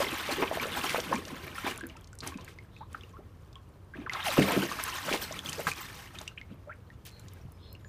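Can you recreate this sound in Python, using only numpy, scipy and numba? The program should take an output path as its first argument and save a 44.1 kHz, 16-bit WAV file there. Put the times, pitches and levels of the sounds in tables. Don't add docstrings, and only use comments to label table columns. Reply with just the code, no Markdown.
import sys
import numpy as np
from scipy import signal
from scipy.fft import rfft, irfft
from scipy.io import wavfile
from scipy.ndimage import uniform_filter1d
from numba import njit

SR = 44100
rng = np.random.default_rng(int(sys.argv[2]) if len(sys.argv) > 2 else 0)


def file_out(sig):
    cols = np.atleast_2d(sig).T
    lim = np.clip(cols, -1, 1)
    pcm = np.round(lim * 32767).astype(np.int16)
    wavfile.write(sys.argv[1], SR, pcm)


N = 347508
TIME = np.arange(N) / SR


def churn(slosh_db=1.5, linger_db=-12, calm_db=(-74, -62, -77)):
    slosh = slosh_db * coloured_noise([(1, 0), (12, 0), (30, -8), (80, -40), (300, -90)])
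    surge = from_db(stroke_levels(fall_db_per_s=142))
    lingering = from_db(linger_db + stroke_levels(fall_db_per_s=43))
    lapping = from_db(calm_db)[:, None]
    babble_db, gulp_db, spray_db = 10 * np.log10(surge ** 2 + lingering ** 2 + lapping ** 2) + slosh
    gulps = bubble_cloud(gulp_db, 145.2, 696, per_s=470, cycles=23.6, rise=0.51,
                         spread_db=3, thinning=0.37, wash_db=-9, smooth_s=0.053, count=6000)
    babble = bubble_cloud(babble_db, 703, 4127, per_s=2600, cycles=37.3, rise=0.754,
                          spread_db=3.5, thinning=0.27, wash_db=-8.5, smooth_s=0.43, count=30000)
    spray = bubble_cloud(spray_db, 4050, 15390, per_s=5000, cycles=81, rise=0.14,
                         spread_db=5, thinning=0.6, wash_db=-1.5, smooth_s=0.18, count=60000)
    return from_db(-2.5) * gulps + from_db(-0.18) * babble + spray


# start in seconds, length in seconds,
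# babble level in dB, gulps in dB above the babble, spray in dB above the babble.
STROKES = [(-0.02, 0.054, -33.5, 0.5, -9), (0.095, 0.2, -39, -12.5, -8.5), (0.266, 0.2, -39, -2, -9.5),
           (0.511, .28, -39.5, -2.5, -9.5), (0.752, .25, -38, -4.5, -6.5), (1.044, 0.14, -45.5, 5.5, -7.5),
           (1.247, 0.29, -49.5, 1.5, -8), (1.534, 0.081, -43, -23, -7), (1.635, 0.059, -40.5, 0.5, -17),
           (1.826, 0.087, -71, 16.5, -30), (2.209, 0.084, -50.5, 3, -10), (2.363, 0.062, -57, 7.5, -12.5),
           (2.427, 0.062, -59.5, 0, -12), (2.896, 0.16, -62.5, 5, -6.5), (3.155, 0.033, -82, 9, -20),
           (3.939, 0.084, -56.5, 9.5, -16.5), (4.103, 0.15, -39.5, -12.5, -15), (4.23, 0.23, -37, -13, -5),
           (4.362, .06, -37, 6.5, -11), (4.462, 0.071, -32.5, 2, -9), (4.544, .09, -41.5, 5.5, -3.5),
           (4.666, 0.36, -41, -15, -5.5), (5.044, .12, -41, -1, -5.5), (5.197, .03, -46, -7, 0),
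           (5.248, 0.15, -47.5, -1.5, -6.5), (5.433, 0.24, -45.5, -1, -2.5), (5.743, 0.11, -46, -7, -4.5),
           (5.926, 0.1, -50.5, -9, -4.5), (6.125, .08, -54, 1, -7.5), (6.47, 0.039, -65.5, 14, -19),
           (7.103, 0.28, -65.5, 0, -6), (7.613, .15, -69, 11, -13)]

def stroke_levels(fall_db_per_s, froth_s=0.023):
    power, coarse_time = 0, TIME[::40]
    for start, length, db, gulp_db, spray_db in STROKES:
        t = coarse_time - start
        swell = np.clip(t / froth_s, 0, 1) * from_db(-fall_db_per_s * np.maximum(t - length, 0))
        power = power + np.outer(from_db([db, db + gulp_db, db + spray_db]), swell) ** 2
    return np.array([np.interp(TIME, coarse_time, 10 * np.log10(row + 1e-14)) for row in power])


# frequency in Hz, relative level in dB.
WATER_TONE = [(150, 7), (220, 1), (330, 5.5), (500, 0.5), (700, -6.5), (1100, -2), (1700, -4), (2900, -5.5),
              (4200, -13), (6300, -16.5), (7600, -21), (9200, -18), (10400, -23), (12000, -18.5),
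              (15000, -23.5)]

def bubble_cloud(level_db, low_hz, high_hz, per_s, cycles, rise,
                 spread_db, thinning, wash_db, smooth_s, count):
    when, pitch, luck, size, damping, climb, sign = rng.random((count, 7)).T
    start, hz = when * N / SR, low_hz * (high_hz / low_hz) ** pitch
    calmness_db = level_db.max() - level_db
    rate = per_s * from_db(-thinning * np.interp(start, TIME, calmness_db))
    born = luck < rate * N / SR / count
    bubble_db = db_at_hz(WATER_TONE, hz) + spread_db * np.minimum(-np.log(size), 5)
    height = np.sign(sign - .5) * hz * from_db(bubble_db)
    ring_cycles = cycles * 2 ** (2 * damping - 1)
    octaves = rise * (2 * climb - .5)
    ringing = rms_one(bubbles(N, start[born], height[born], hz[born], ring_cycles[born], octaves[born]))
    window = int(smooth_s * SR)
    power = uniform_filter1d(uniform_filter1d(ringing ** 2, window), window)
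    ringing = ringing / np.sqrt(np.abs(power) + 1e-5)
    wash = rms_one(band(coloured_noise(WATER_TONE), low_hz, high_hz, order=4))
    share = from_db(wash_db + 0.2 * calmness_db)
    return from_db(level_db) * (ringing + share * wash) / np.sqrt(1 + share ** 2)


@njit
def bubbles(length, start, size, hz, cycles, rise_octaves):
    out = np.zeros(length)
    for k in range(len(start)):
        first, life = int(start[k] * SR), max(int(cycles[k] / hz[k] * SR), 4)
        phase, step = 0., 2 * np.pi * hz[k] / SR
        height, fade = size[k], np.exp(-6.9 / life)
        shut, opening = 1., np.exp(-2.5 * hz[k] / SR)
        climb = 2 ** (rise_octaves[k] / life)
        for i in range(max(first, 0), min(first + life, length)):
            phase += step
            shut *= opening
            out[i] += height * (1 - shut) * np.sin(phase)
            height *= fade
            step = min(step * climb, 2.8)
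    return out


# start in seconds, relative level in dB,
# main pitch in Hz, relative level of the spray in dB.
SLAPS = [(0.003, -21, 643, -23.5), (0.017, -23, 1060, -25), (0.308, -21, 980, -18), (0.424, -17, 945, -45),
         (0.843, -23.5, 782, -21.5), (0.895, -17, 2330, -27), (0.946, -18.5, 990, -47),
         (1.128, -14.5, 975, -34.5), (1.651, -28, 2100, -34), (1.665, -20.5, 840, -25),
         (1.695, -30, 1260, -19), (2.232, -31, 1340, -28), (2.263, -33.5, 1110, -15.5),
         (2.478, -34, 1690, -28), (2.948, -43, 1500, -30), (4.259, -34, 845, -27), (4.37, -15.5, 1040, -29),
         (4.482, -18, 565, -35), (4.504, -20, 570, -36), (4.789, -23, 1170, -26.5), (5.078, -27, 1250, -30),
         (5.091, -18.5, 1450, -27.5), (5.127, -12.5, 2430, -29.5), (5.143, -18.5, 820, -29),
         (5.669, -13.5, 1303, -26.5), (6.211, -35, 790, -27), (7.053, -45, 2900, -9)]

def slaps(burst_s=0.02, cycles=8.1, spray_cycles=3.45, count=30, spray_count=300):
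    out, main = np.zeros(N), np.arange(count) == 0
    for start, db, hz, spray_db in SLAPS:
        when, size, pitch, climb = rng.random((4, count)) * ~main
        sizes = from_db(3 * main - 14.3 * size) * np.exp(-.6 * when) * rng.choice([-1, 1], count)
        pitches = hz * 2 ** (0.756 * np.tan(2.3 * (pitch - .5)) * ~main)
        body = bubbles(SR // 6, burst_s * when, sizes, pitches, np.full(count, cycles), .5 * climb)
        body = band(body, 0.84 * hz, 9800)
        delays = burst_s * rng.gamma(2, .5, spray_count)
        sizes = rng.normal(0, 1, spray_count)
        pitches = 2200 * 6 ** rng.random(spray_count)
        spray = bubbles(SR // 6, delays, sizes, pitches,
                        np.full(spray_count, spray_cycles), np.zeros(spray_count))
        slap = peak_one(body) + from_db(spray_db + 19.5) * peak_one(spray)
        add(out, start, from_db(db - 2.5) * slap)
    return out


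# start in seconds, relative level in dB, pitch in Hz,
# number of cycles it rings for.
PLUNGES = [(0.128, -27, 310, 9.9), (0.29, -23.5, 566, 26), (0.384, -21.5, 396, 15), (0.425, -15, 380, 7.6),
           (0.513, -17, 626, 11), (0.572, -20.5, 636, 15), (0.655, -23.5, 507, 11),
           (0.945, -16.5, 520, 5.5), (0.981, -19, 491, 31), (1.113, -22.5, 522, 27),
           (1.144, -24.5, 232, 16), (1.325, -30, 234, 13), (1.644, -26.5, 310, 8.4), (1.831, -32, 324, 39),
           (2.355, -28.5, 204, 7), (3.189, -36.5, 370, 16), (3.986, -30.5, 268, 15), (4.38, -10, 496, 13),
           (4.387, -10, 276, 9), (4.415, -19.5, 288, 6.4), (4.564, -15.5, 348, 17), (5.083, -25.5, 576, 25),
           (5.114, -19, 384, 7.2), (5.139, -18.5, 450, 5), (5.309, -29.5, 600, 17), (5.483, -37, 158.6, 21),
           (5.581, -29, 453, 30), (5.667, -27.5, 152, 9.5), (6.509, -38.5, 195, 16), (7.252, -42, 165, 11),
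           (7.451, -34, 115, 6.6)]

def plunges(shed_db=-10, shed_s=0.018, count=5):
    out, shed = np.zeros(N), np.arange(count) > 0
    for start, db, hz, cycles in PLUNGES:
        when, pitch = rng.random((2, count))
        pitches = hz * 2 ** ((1.6 * pitch - .5) * shed)
        pocket = bubbles(SR // 5, shed_s * when * shed, from_db(shed_db * shed), pitches,
                         np.full(count, float(cycles)), np.full(count, .25))
        add(out, start, from_db(db - 3.5) * peak_one(pocket))
    return out


# start in seconds, peak level in dB.
BUMPS = [(4.38, -20), (4.387, -19), (4.399, -13.5), (4.568, -21)]
# pitch in Hz, relative level in dB, seconds to fade by 60 dB.
PLASTIC_NOTES = [(87, -21.5, 0.6), (137, -4, 0.137), (197.5, -3, 0.31), (236, -19, 0.19), (303, -11, 0.25),
                 (392, -13, 0.088), (425, -9, 0.18), (524, -16, .15)]

def pool_bumps():
    out, t = np.zeros(N), TIME[:SR // 2]
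    for start, db in BUMPS:
        boom = 0
        for k, (hz, note_db, ring_s) in enumerate(PLASTIC_NOTES):
            fade = from_db(note_db + rng.normal(0, 0.92) - 60 * t / ring_s)
            boom += (-1) ** k * fade * np.sin(2 * np.pi * hz * t)
        add(out, start, from_db(db) * peak_one(boom))
    return out


# start in seconds, relative level in dB, pitch in Hz.
DROPS = [(0.598, -21.5, 2240), (1.161, -25.5, 2310), (1.582, -24.5, 1340), (1.81, -30, 1570),
         (1.837, -32.5, 1615), (1.898, -36.5, 2830), (2.13, -41.5, 1420), (2.21, -37, 4100),
         (2.321, -36, 1070), (2.342, -36.5, 2460), (2.385, -39.5, 975), (2.481, -42.5, 2080),
         (2.587, -36, 2060), (2.765, -39.5, 2470), (3.01, -39, 3370), (3.035, -37, 2720),
         (3.168, -41, 1330), (3.556, -36, 3170), (4.096, -21, 1980), (4.322, -27, 2430), (4.715, -22, 1140),
         (4.955, -31.5, 1040), (5.391, -23.5, 3250), (5.46, -24.5, 3250), (5.489, -23, 2980),
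         (5.716, -20, 2400), (5.899, -33, 1700), (6.155, -35.5, 2430), (6.187, -28, 3600),
         (6.278, -25, 2700), (6.414, -33, 2080), (6.902, -40.5, 1830), (7.751, -39, 2740),
         (7.847, -41, 1650)]

def drops(cycles=57, rise_octaves=0.34, tick_s=0.0003):
    out, t = np.zeros(N), TIME[:SR // 5]
    for start, db, hz in DROPS + coat_drips(884, 3370, above_db=2.5, spread_db=0, count=90):
        plink = bubbles(len(t), *np.array([[0.], [1], [hz], [cycles], [rise_octaves]]))
        tick = band(rng.standard_normal(len(t)) * np.exp(-t / tick_s), hz, 3.2 * hz)
        plop = peak_one(plink) + from_db(-1.5) * peak_one(tick)
        plop = band(plop, 0.37 * hz, 2.5 * hz)
        add(out, start, from_db(db - 4) * plop)
    return out


# start in seconds, relative level in dB, pitch in Hz.
SPATTER = [(1.002, -25.5, 5540), (1.868, -32.5, 12300), (1.969, -43, 6570), (2.073, -42, 5600),
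           (2.13, -40, 6450), (2.188, -33.5, 6900), (2.205, -29, 4570), (2.274, -25, 7800),
           (2.41, -40.5, 4520), (2.446, -39.5, 9280), (2.93, -42, 9000), (3.529, -47.5, 4560),
           (4.134, -24.5, 4200), (4.838, -17, 9900), (5.324, -27, 5500), (5.494, -25.5, 7700),
           (5.53, -22, 5800), (5.716, -30, 6600), (6.189, -36.5, 5800), (6.214, -34, 6800),
           (6.277, -33.5, 5200), (7.052, -34, 11200), (7.066, -31, 12000), (7.196, -41, 8140),
           (7.283, -40.5, 5030), (7.335, -39, 11300), (7.52, -44, 10800), (7.728, -37, 12400)]

def spatter(cycles=104, half_width_octaves=0.44):
    out, t = np.zeros(N), TIME[:SR // 25]
    for start, db, hz in SPATTER + coat_drips(4300, 10300, above_db=10.5, spread_db=19, count=45):
        burst = rng.standard_normal(len(t)) * from_db(-60 * t * hz / cycles)
        tick = band(burst, hz / 2 ** half_width_octaves, hz * 2 ** half_width_octaves)
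        add(out, start, from_db(db - 1) * peak_one(tick))
    return out


def coat_drips(low_hz, high_hz, above_db, spread_db, count):
    when, size, pitch = rng.random((count, 3)).T
    start, hz = when * N / SR, low_hz * (high_hz / low_hz) ** pitch
    wet_db = np.interp(start, TIME, stroke_levels(fall_db_per_s=23.5)[0])
    return list(zip(start, wet_db + above_db - spread_db * size, hz))


# start in seconds, peak level in dB, first pitch in Hz,
# last pitch in Hz, length in seconds.
GURGLES = [(0.002, -26.5, 535, 1260, 0.04), (0.39, -27, 401.5, 520, 0.055), (0.762, -34, 793, 1300, 0.045),
           (1.125, -20.5, 1140, 910, 0.0073), (2.808, -36, 857, 1340, 0.032),
           (2.946, -27.5, 1630, 1150, 0.0058), (3.136, -48.5, 1060, 1460, 0.051),
           (3.559, -45.5, 1094, 1070, 0.026), (3.937, -38, 1565, 2350, 0.019),
           (4.063, -30.5, 1830, 930, 0.018), (4.149, -29.5, 1550, 844, 0.0194), (4.265, -26, 916, 500, .05),
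           (5.593, -27, 563, 900, 0.012), (6.376, -31.5, 2370, 3600, 0.0096),
           (6.673, -39.5, 580, 650, 0.038), (6.695, -36.5, 1347, 2650, 0.038)]

def gurgles(roughness=0.26, closing_curve=2.19, opening_curve=0.7, attack_s=0.00037):
    out = np.zeros(N)
    for start, db, first_hz, last_hz, length in GURGLES:
        flutter = rms_one(band(rng.standard_normal(SR // 5), 21, 550))
        progress = np.linspace(0, 1, int(length * SR))
        curve = closing_curve if last_hz > first_hz else opening_curve
        hz = first_hz * (last_hz / first_hz) ** (progress ** curve)
        swell = 1 - np.exp(-progress * length / attack_s)
        fade = np.sqrt(1 - progress) * np.exp(-0.19 * progress ** 2)
        tone = (1 + roughness * flutter[:len(hz)]) * np.sin(2 * np.pi * np.cumsum(hz) / SR)
        add(out, start, from_db(db) * peak_one(swell * fade * tone))
    return out


# start in seconds, level in dB.
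CLINKS = [(5.215, -34), (5.813, -41)]
# pitch in Hz, relative level in dB, seconds to fade by 60 dB.
BUCKLE_NOTES = [(7940, -15, 0.39), (14340, -3, 0.11), (15100, -13, 0.1)]

def collar():
    out, t = np.zeros(N), TIME[:SR // 2]
    ring = sum(from_db(db - 60 * t / ring_s) * np.sin(2 * np.pi * hz * t)
               for hz, db, ring_s in BUCKLE_NOTES)
    for start, db in CLINKS:
        add(out, start, from_db(db) * ring)
    return out


def patio_echoes(sound, wall_s=0.0038, rim_s=0.011, tail_s=0.19):
    t = TIME[:SR // 2]
    tail = band(rng.standard_normal(len(t)), 107, 3700, order=1)
    tail *= from_db(-60 * t / tail_s) * (1 - np.exp(-t / 0.0014))
    echo = from_db(-17) * tail / np.sqrt(np.sum(tail ** 2))
    bounce = band(signal.unit_impulse(SR // 20), 530, 6500, order=1)
    add(echo, wall_s, from_db(-17) * bounce)
    add(echo, rim_s, from_db(-18.5) * bounce)
    return sound + signal.fftconvolve(sound, echo)[:N]


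# frequency in Hz, relative level in dB.
AIR_TONE = [(15, -56), (26, -21), (36, -3.5), (60, 1), (90, 5.5), (130, -2), (190, -8), (280, -18),
            (420, -16), (650, -23.5), (1100, -21), (2000, -33), (5000, -46), (15000, -48.5)]

def outdoor_air(level_db=-51):
    return from_db(level_db) * coloured_noise(AIR_TONE)


# start in seconds, length in seconds, pitch in Hz, pitch spread in Hz,
# level in dB.
BIRD_NOTES = [(2.705, 0.17, 3760, 600, -65), (7.093, 0.15, 4160, 270, -61.5), (7.513, .3, 5150, 14, -70.5),
              (7.576, .15, 3540, 500, -63), (7.605, 0.17, 4180, 230, -62.5), (7.803, 0.21, 6980, 20, -66)]

def birds():
    out = np.zeros(N)
    for start, length, hz, width_hz, db in BIRD_NOTES:
        noise = band(rng.standard_normal(SR), hz - width_hz / 2, hz + width_hz / 2)
        note = rms_one(noise[-int(length * SR):])
        add(out, start, from_db(db) * note * np.sin(np.linspace(0, np.pi, len(note))))
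    return out


def from_db(db):
    return 10 ** (np.asarray(db) / 20)


def rms_one(x):
    return x / np.sqrt(np.mean(x ** 2) + 1e-20)


def peak_one(x):
    return x / (np.abs(x).max() + 1e-12)


def db_at_hz(tone, hz):
    row_hz, row_db = np.transpose(tone)
    return np.interp(np.log(np.maximum(hz, 1)), np.log(row_hz), row_db)


def coloured_noise(tone):
    hz = np.arange(N // 2 + 1) * SR / N
    return rms_one(irfft(rfft(rng.standard_normal(N)) * from_db(db_at_hz(tone, hz)), N))


def band(x, low_hz, high_hz, order=2):
    sos = signal.butter(order, [low_hz, min(high_hz, SR * .45)], "band", fs=SR, output="sos")
    return signal.sosfilt(sos, x + 1e-18)


def add(out, start, sound):
    i = int(np.clip(round(start * SR), 0, N - 1))
    out[i:i + len(sound)] += sound[:N - i]


def scene():
    pool = churn() + slaps() + plunges() + pool_bumps() + drops() + spatter() + gurgles() + collar()
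    return (patio_echoes(pool) + outdoor_air() + birds())[None]


def record(dry, cutoff_hz=15450):
    return signal.sosfilt(signal.ellip(10, .2, 70, cutoff_hz, fs=SR, output="sos"), dry)


dry = scene()
out = record(dry)
file_out(out)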